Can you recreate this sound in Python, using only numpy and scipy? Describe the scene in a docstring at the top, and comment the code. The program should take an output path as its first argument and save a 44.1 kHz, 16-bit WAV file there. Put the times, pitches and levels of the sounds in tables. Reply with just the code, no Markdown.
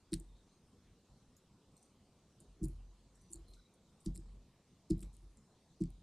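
"""A garden murmurs throughout; soon a robin's beak and claws tick on a hung coconut-shell feeder.
Each jolt excites decaying branch modes and sets the trunk quivering; ticks, knocks and scuffs are
noise through shell resonances, answered by a fence as diffuse reflection.
Far birds then call thinly as narrow noise. After a sparse spell come more bursts from 2.4 s;
strong jolts fall near 4.1 s, 4.9 s and 5.8 s."""
import sys
import numpy as np
from scipy import signal
from scipy.fft import rfft, irfft, next_fast_len
from scipy.io import wavfile
from scipy.ndimage import uniform_filter1d, map_coordinates

SR = 44100
rng = np.random.default_rng(int(sys.argv[2]) if len(sys.argv) > 2 else 0)


def generate_wav(sig):
    """Save sig (samples, or channels by samples) to the path in sys.argv[1] as 16-bit PCM at SR."""
    pcm = np.round(np.clip(np.atleast_2d(sig).T, -1, 1) * 32767).astype(np.int16)
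    wavfile.write(sys.argv[1], SR, pcm)


N = 265702


def amp(db):
    """Decibel law: the amplitude gain of a level in dB."""
    return 10 ** (np.asarray(db) / 20)


def unit(x):
    """Normalisation: x scaled to rms 1."""
    return x / np.sqrt(np.mean(x ** 2) + 1e-20)


def along(points, hz):
    """Interpolation of (f/Hz, value) points on a logarithmic frequency axis."""
    f, value = np.transpose(points)
    return np.interp(np.log(hz + 1), np.log(f + 1), value)


def wobble(rate):
    """Slow random modulation: a smooth curve through rate random knots a second."""
    knots = rng.standard_normal(int(N * rate / SR) + 4)
    return map_coordinates(knots, [np.arange(N) * rate / SR])


def filtered(x, response):
    """Linear filtering: the spectrum of x times a response that is a function of frequency."""
    m = next_fast_len(x.shape[-1] + 8192)  # padded, so that the ringing does not wrap round
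    spectrum = rfft(x, m) * response(np.fft.rfftfreq(m, 1 / SR))
    return irfft(spectrum, m)[..., :x.shape[-1]]


def resonance(modes):
    """Modal superposition: causal (f/Hz, width/Hz, level/dB) modes, squared for steep flanks."""
    def response(f):
        total = 0
        for k, (centre, width, db) in enumerate(modes):
            damping = 1j * f * width
            total = total + (-1) ** k * amp(db / 2) * damping / (centre ** 2 - f ** 2 + damping)
        return total ** 2
    return response


# jolts through the wood: (t/s, twig level/dB, fork level/dB, bough level/dB, trunk level/dB,
# time after the jolt when the trunk's shiver stops/s)
JOLTS = [(0.1196, -32, -24.5, -37, -46, 0.26), (0.2, -53.5, -55, -68, -73, 0.13),
         (0.849, -69.5, -89, -73, -63.5, .08), (1.089, -84, -73, -58.5, -70, 0.066),
         (2.399, -67, -58, -84, -81, 0.091), (2.472, -84, -68, -72, -60.5, 0.27),
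         (2.609, -42.5, -25, -35, -42, 0.29), (2.628, -34.5, -30, -27.5, -56.5, 0.2),
         (2.69, -52.5, -53, -48, -58.5, 0.57), (3.301, -56.5, -52, -68, -68, 0.047),
         (3.342, -52.5, -53, -54.5, -55.5, 0.13), (3.384, -57.5, -59, -65, -61, 0.081),
         (3.477, -75, -57, -77, -58.5, .05), (3.543, -87, -63, -81, -64, 0.056),
         (4.058, -37, -22.5, -37, -40.5, 0.33), (4.151, -62, -41, -62, -69, 0.19),
         (4.178, -51.5, -41, -49, -74, 0.26), (4.9005, -25, -18, -29.5, -39.5, 0.037),
         (4.962, -48.5, -33.5, -41, -64.5, 0.31), (5.017, -51.5, -37.5, -61, -47.5, 0.29),
         (5.219, -67.5, -65, -57, -61.5, 0.21), (5.804, -30, -18, -31.5, -46, 0.18),
         (5.878, -59.5, -50.5, -58, -57, 0.13)]
# modes of each branch: (f/Hz, level/dB relative to the jolt, swell time constant/s, T60/s)
TWIG = [(320.3, 11.5, 0.0085, 0.084), (366.1, 2.5, 0.021, 0.089), (458, -12.5, 0.0077, 0.053),
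        (680, -34, 0.0051, 0.077)]
FORK = [(198, 5.5, 0.02, 0.078), (170.5, 10, 0.048, 0.12), (254.2, -11.5, 0.029, 0.15)]
BOUGH = [(136.6, 25.1, 0.071, 0.11), (98, 2.6, 0.02, 0.032), (77, 0.044, 0.0082, 0.1)]


def jolts(lift_per_db=0.0034, lift_below_db=-44.5):
    """Free vibration: jolts ring damped modes, neighbours in antiphase, the softest ones sharp."""
    out, t = np.zeros(N + SR), np.arange(SR // 2) / SR
    for (s, *levels), chance in zip(JOLTS, rng.standard_normal((len(JOLTS), 2))):
        for db, modes in zip(levels, (TWIG, FORK, BOUGH)):  # the trunk's level is left to quiver()
            detune = 1 + 0.0022 * chance[0] + lift_per_db * max(0, lift_below_db - db)
            for k, (hz, mode_db, swell, t60) in enumerate(modes):
                rise = (1 - np.exp(-t / swell)) ** 2
                tone = (-1) ** k * np.sin(2 * np.pi * hz * detune * t)
                out[round(s * SR):][:len(t)] += amp(db + mode_db - 60 * t / t60) * rise * tone
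    return out[:N]


QUIVER_HZ = 44.8  # the trunk's slowest mode
KICK_SWELL_S, KICK_T60_S = 0.081, 0.14  # the first swing of the trunk
LINGER_DB, SETTLE_S = -11.5, 0.027  # the shiver after it: level, how fast it stops
# lumpy rumble riding on the swing and shiver: (f/Hz, width/Hz, level/dB before normalisation)
RUMBLE = [(70.4, 64, 0)]
RUMBLE_DB = -8.5  # against the tone


def quiver(uneven_db=1.0):
    """Fundamental mode: the trunk swings, shivers on unsteadily with a rumble, and stops."""
    level, t = np.zeros(N + SR), np.arange(SR) / SR
    swell = (1 - np.exp(-t / KICK_SWELL_S)) ** 2
    kick = swell * amp(-60 * t / KICK_T60_S)
    for s, *_, db, lasts in JOLTS:
        linger = swell * amp(LINGER_DB) / (1 + np.exp((t - lasts) / SETTLE_S))
        level[round(s * SR):][:SR] += amp(db) * (kick / kick.max() + linger)
    phase = 2 * np.pi * np.cumsum(QUIVER_HZ * (1 + 0.054 * wobble(14))) / SR
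    rumble = unit(filtered(rng.standard_normal(N), resonance(RUMBLE)))
    tone = amp(uneven_db * wobble(22)) * unit(np.sin(phase))
    return level[:N] * (tone + amp(RUMBLE_DB) * rumble)


# beak and claw ticks: (t/s, bright peak level/dB, bright f/Hz,
# shell ring level/dB against bright, shell f/Hz, length scale/s)
TICKS = [(0.1212, -54, 8000, -1.5, 4550, 0.0073), (0.1313, -35.5, 9150, 1, 3950, 0.0024),
         (0.1387, -27.5, 8800, -5.5, 4560, 0.0011), (0.141, -36, 9600, -4, 4400, 0.0039),
         (0.144, -66, 10000, -4, 5500, 0.002), (0.1996, -47, 8800, -28, 4600, 0.0032),
         (1.8274, -58, 8200, -9, 5800, 0.0056), (2.403, -53.5, 9250, -17, 4970, 0.007),
         (2.632, -50, 9500, -11, 5500, 0.0068), (2.639, -40, 7640, -16, 5800, 0.0018),
         (2.646, -42, 9400, -28, 5300, 0.0036), (2.6553, -46, 9500, -17, 4400, 0.0021),
         (2.684, -52.5, 9800, -30, 4900, 0.0045), (3.304, -59, 9450, -28, 5000, 0.0034),
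         (3.316, -48, 9900, -22, 5300, 0.003), (3.326, -46, 8800, -20, 5700, 0.0024),
         (3.3315, -49, 8200, -37, 4450, 0.0058), (3.333, -33, 7100, -33, 4400, 0.0085),
         (3.342, -41, 7450, -37, 4400, 0.0034), (3.358, -47.5, 8600, -14, 4400, 0.0061),
         (3.536, -65, 8400, 8, 4150, 0.012), (4.061, -43.5, 7600, -4.5, 4940, 0.0072),
         (4.149, -54, 7500, -18, 5200, 0.0074), (4.155, -48, 8440, -12, 4600, 0.0077),
         (4.16, -43.5, 9100, -15, 4470, 0.0017), (4.1664, -51, 10600, -8, 4400, 0.0052),
         (4.176, -43.5, 8750, -11, 4840, 0.0031), (4.903, -45.5, 7400, -3, 5100, 0.0074),
         (4.908, -38.5, 7300, -10, 4860, 0.0022), (4.918, -58, 8400, -7, 4400, 0.003),
         (4.993, -56, 8900, -6.5, 4850, 0.0022), (5.006, -48.5, 9700, -14, 4700, 0.0045),
         (5.027, -48, 9400, -8, 2600, 0.0021), (5.0304, -47.5, 8300, -12, 4970, 0.0032),
         (5.15, -62, 8900, -8.5, 4000, 0.0035), (5.167, -55.5, 8800, -20, 4470, 0.0018),
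         (5.372, -57.5, 7400, -9, 4900, 0.0044), (5.806, -61, 9100, -3, 5800, 0.0075),
         (5.8125, -58, 8900, -1, 5500, 0.0027), (5.82, -55, 7900, -7, 4700, 0.006),
         (5.838, -49, 8350, -6.5, 5300, 0.0018), (5.904, -57, 9500, -13, 4070, 0.0027)]
# modes of the bright ring and of the shell: (f/Hz, width/Hz, level/dB before the lean)
BRIGHT = [(7190, 780, 1.5), (8770, 1520, 8), (9820, 1960, 6), (10830, 750, 6), (12370, 1000, -8)]
SHELL = [(2640, 770, -3.5), (3750, 720, 5.5), (4246, 710, 9), (5170, 780, 6.5), (6170, 950, 4.5)]


def leaning(modes, hz, lean_db, reach_hz):
    """Selective excitation: modes lose lean_db for every reach_hz away from the pitch hz."""
    return [(c, w, d - lean_db * abs(c - hz) / reach_hz) for c, w, d in modes]


def ticks(rise=2.87, fall=2.76, ragged_db=3, reach_hz=1500, lean_db=5, shell_lean_db=12):
    """Impact excitation: a ragged crunch builds to a snap and drives bright and shell modes."""
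    out, t = np.zeros(N + SR), np.arange(-512, 512) / SR  # the snap is at t = 0
    for row, noise in zip(TICKS, rng.standard_normal((len(TICKS), 3, len(t)))):
        s, db, hz, shell_db, shell_hz, length = row
        bright = leaning(BRIGHT, hz, lean_db, reach_hz)
        shell = leaning(SHELL, shell_hz, shell_lean_db, reach_hz)
        distance = np.where(t < 0, -t / rise, t / fall) / length  # rise and fall in tick lengths
        shape = amp(-60 * distance ** 0.54)
        grit = amp(ragged_db * unit(uniform_filter1d(noise[2], size=16)))
        for crunch, modes, level in zip(noise * shape * grit, (bright, shell), (0, shell_db)):
            ring = filtered(crunch, resonance(modes))
            out[round((s + t[0]) * SR):][:len(t)] += amp(db + level) * ring / np.abs(ring).max()
    return out[:N]


# pecks that land squarely and knock dully: (t/s, peak level/dB)
KNOCKS = [(0.1337, -44), (0.1402, -45), (4.062, -60), (4.16, -59), (4.908, -57.5), (5.029, -62),
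          (5.8384, -60.5)]
# broad low resonance of the shell: (f/Hz, width/Hz, level/dB before normalisation)
KNOCK = [(2270, 1800, 0)]
KNOCK_T60_S = 0.0033  # of the puff that drives it


def knocks():
    """Heavily damped resonance: a short puff of noise through the shell's broad low mode."""
    out, t = np.zeros(N + SR), np.arange(512) / SR
    for (s, db), noise in zip(KNOCKS, rng.standard_normal((len(KNOCKS), len(t)))):
        ring = filtered(noise * amp(-60 * t / KNOCK_T60_S), resonance(KNOCK))
        out[round(s * SR):][:len(t)] += amp(db) * ring / np.abs(ring).max()
    return out[:N]


# claws scuffing on the rough shell: (t/s, level/dB before catch and decay, f/Hz, T60/s)
SCUFFS = [(0.143, -61, 2530, 0.15), (0.146, -73, 5500, 0.14), (.174, -67, 8550, 0.046),
          (.2, -72.5, 8450, 0.23), (1.364, -73.5, 12200, 0.1), (1.365, -72.5, 6940, 0.15),
          (1.764, -69, 9000, 0.19), (1.763, -71, 4200, 0.11), (1.829, -72, 8360, 0.3),
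          (4.9, -65, 11600, 0.09), (2.405, -67.5, 8800, 0.13), (2.641, -65, 5300, 0.056),
          (2.63, -69.5, 10100, 0.36), (2.695, -74, 9600, 0.1), (3.151, -70.5, 8400, 0.17),
          (3.212, -78, 8700, 0.29), (3.307, -72, 9650, 0.36), (3.361, -72, 7000, 0.2),
          (3.48, -75.5, 10000, 0.37), (3.482, -61.5, 4170, 0.041), (3.534, -69, 5370, 0.18),
          (3.536, -79, 8500, 0.19), (3.738, -71.5, 8750, 0.073), (4.001, -70.5, 8800, 0.16),
          (4.047, -73.5, 11500, 0.21), (4.067, -63, 5060, 0.12), (4.909, -63.5, 4930, 0.13),
          (4.178, -73.5, 7800, 0.33), (4.979, -63.5, 10400, 0.033), (5.03, -70.5, 3260, 0.25),
          (5.009, -66, 9500, 0.15), (5.129, -75.5, 8700, 0.59), (5.033, -70, 7860, .12),
          (5.375, -76, 7100, 0.16), (5.803, -73, 5100, 0.3), (5.856, -71.5, 5030, 0.055)]
# how broad the scuffed resonance is: (f/Hz, width/Hz)
SCUFF_WIDTH = [(3300, 7800), (4200, 200), (5400, 3500), (7100, 650), (8200, 2100), (10000, 6300)]


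def scuffs(rise=0.0016, grain_db=5, catch_db=9, catch=0.0024, peaky_db=4, mode_hz=350, dull_hz=12500):
    """Friction noise: grit drives crowded modes, sharpest as the claw catches, then settling."""
    out, t = np.zeros(N + SR), np.arange(SR // 4) / SR
    for (s, db, hz, t60), noise in zip(SCUFFS, rng.standard_normal((len(SCUFFS), 3, len(t)))):
        grit = noise[0] * amp(grain_db * unit(uniform_filter1d(noise[1], size=60)))
        patch = resonance([(hz, along(SCUFF_WIDTH, hz), 0)])

        def response(f):
            peaks = amp(peaky_db * map_coordinates(noise[2], [f / mode_hz]))
            return patch(f) * peaks / (1 + (f / dull_hz) ** 8)

        ring = unit(filtered(grit, response))
        envelope = amp(db - 60 * t / t60 + catch_db * np.exp(-t / catch)) * (1 - np.exp(-t / rise))
        out[round(s * SR):][:len(t)] += envelope * ring
    return out[:N]


# decay of the fence's answer: (f/Hz, T60/s)
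FENCE = [(2000, 0.13), (6000, 0.16), (12000, 0.13)]


def fence(x, block=2048):
    """Diffuse reflection, mid and side: decaying noise, drawn anew for each stretch of sound."""
    out = np.zeros((2, N + SR))
    for i in range(0, N, block):
        if np.any(x[i:i + block]):
            hz, t, z = signal.stft(rng.standard_normal((2, SR // 6)), SR, nperseg=128)
            decay = amp(-60 * t / along(FENCE, hz)[:, None])
            tail = signal.istft(z * decay, SR, nperseg=128)[1]
            wet = signal.fftconvolve(x[None, i:i + block], tail / np.linalg.norm(tail[0]), axes=1)
            out[:, i:i + wet.shape[1]] += wet
    return out[:, :N]


# far calls: (t/s, length/s, start f/Hz, end f/Hz, level/dB before fade and waver)
CALLS_FAR = [(0.285, 0.22, 3700, 3680, -85), (0.422, 0.15, 5650, 6500, -85),
             (1.773, 0.11, 5930, 6000, -80.5), (3.147, 0.05, 5600, 5600, -83),
             (3.196, 0.16, 5950, 5970, -77), (3.325, 0.053, 4440, 4450, -72),
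             (3.347, 0.075, 4040, 3950, -81), (3.465, 0.11, 4180, 4150, -76),
             (3.536, 0.16, 4000, 3890, -77), (3.568, 0.037, 1460, 1480, -77)]


def far_birds(blur_hz=230, waver_db=3, fade_db=6.5):
    """Multipath fading: gliding whistles, weakening, blurred to narrow noise by many echoes."""
    out, echoes = np.zeros(N), [wobble(blur_hz), wobble(blur_hz)]
    for s, length, hz0, hz1, db in CALLS_FAR:
        n, i = round(length * SR), round(s * SR)
        phase = 2 * np.pi * np.cumsum(np.linspace(hz0, hz1, n)) / SR
        blurred = echoes[0][i:i + n] * np.sin(phase) + echoes[1][i:i + n] * np.cos(phase)
        envelope = np.hanning(n) ** 0.07 * amp(np.linspace(0, -fade_db, n))
        out[i:i + n] += amp(db) * envelope * blurred
    return out * amp(waver_db * wobble(40.14))


# spectrum of the garden noise before normalisation: (f/Hz, relative density level/dB)
GARDEN = [(25, -11.5), (54, -4), (131, -4.5), (200, -3.5), (297, -10.5), (477, -14), (600, -18),
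          (1100, -22), (1600, -30), (3000, -29.5), (4000, -27.5), (5000, -30), (8500, -32.5), (11500, -42),
          (15500, -57.5)]
GARDEN_DB = -68.5  # rms of the mid
# side against mid: (f/Hz, level/dB)
WIDTH = [(100, -78), (2900, -28), (3300, -6.5), (8000, -2), (8800, -22), (15000, 1)]


def garden(patchy_db=2.26, lumpy_db=1.13, lumpy_hz=300):
    """Shaped noise: far traffic and air, faintly patchy, lumpy in the bass, wide in the treble."""
    z = signal.stft(rng.standard_normal((2, N)), nperseg=512)[2]
    field = uniform_filter1d(rng.standard_normal(z.shape[1:]), size=6, axis=0)
    field = uniform_filter1d(field, size=14, axis=1)
    pair = signal.istft(z * amp(patchy_db * unit(field)), nperseg=512)[1][:, :N]
    pair = filtered(pair, lambda hz: amp(along(GARDEN, hz)) * [1 + 0 * hz, amp(along(WIDTH, hz))])
    bass = filtered(pair, lambda hz: 1 / (1 + (hz / lumpy_hz) ** 2))
    pair = pair + bass * (amp(lumpy_db * wobble(13)) - 1)
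    return amp(GARDEN_DB) * pair / np.sqrt(np.mean(pair[0] ** 2))


def scene():
    """Superposition: direct sound reaches both channels alike; garden and fence add width."""
    shell = ticks() + knocks() + scuffs()
    mid, side = garden() + fence(shell) * amp([[-19], [-23]])  # fence gain/dB in mid and side
    mid = mid + shell + jolts() + quiver() + far_birds()
    return np.array([mid + side, mid - side])


TOP_HZ = 15600


def record(dry):
    """Band limiting: nothing passes from TOP_HZ upwards."""
    return filtered(dry, lambda hz: hz < TOP_HZ)


dry = scene()
out = record(dry)
generate_wav(out)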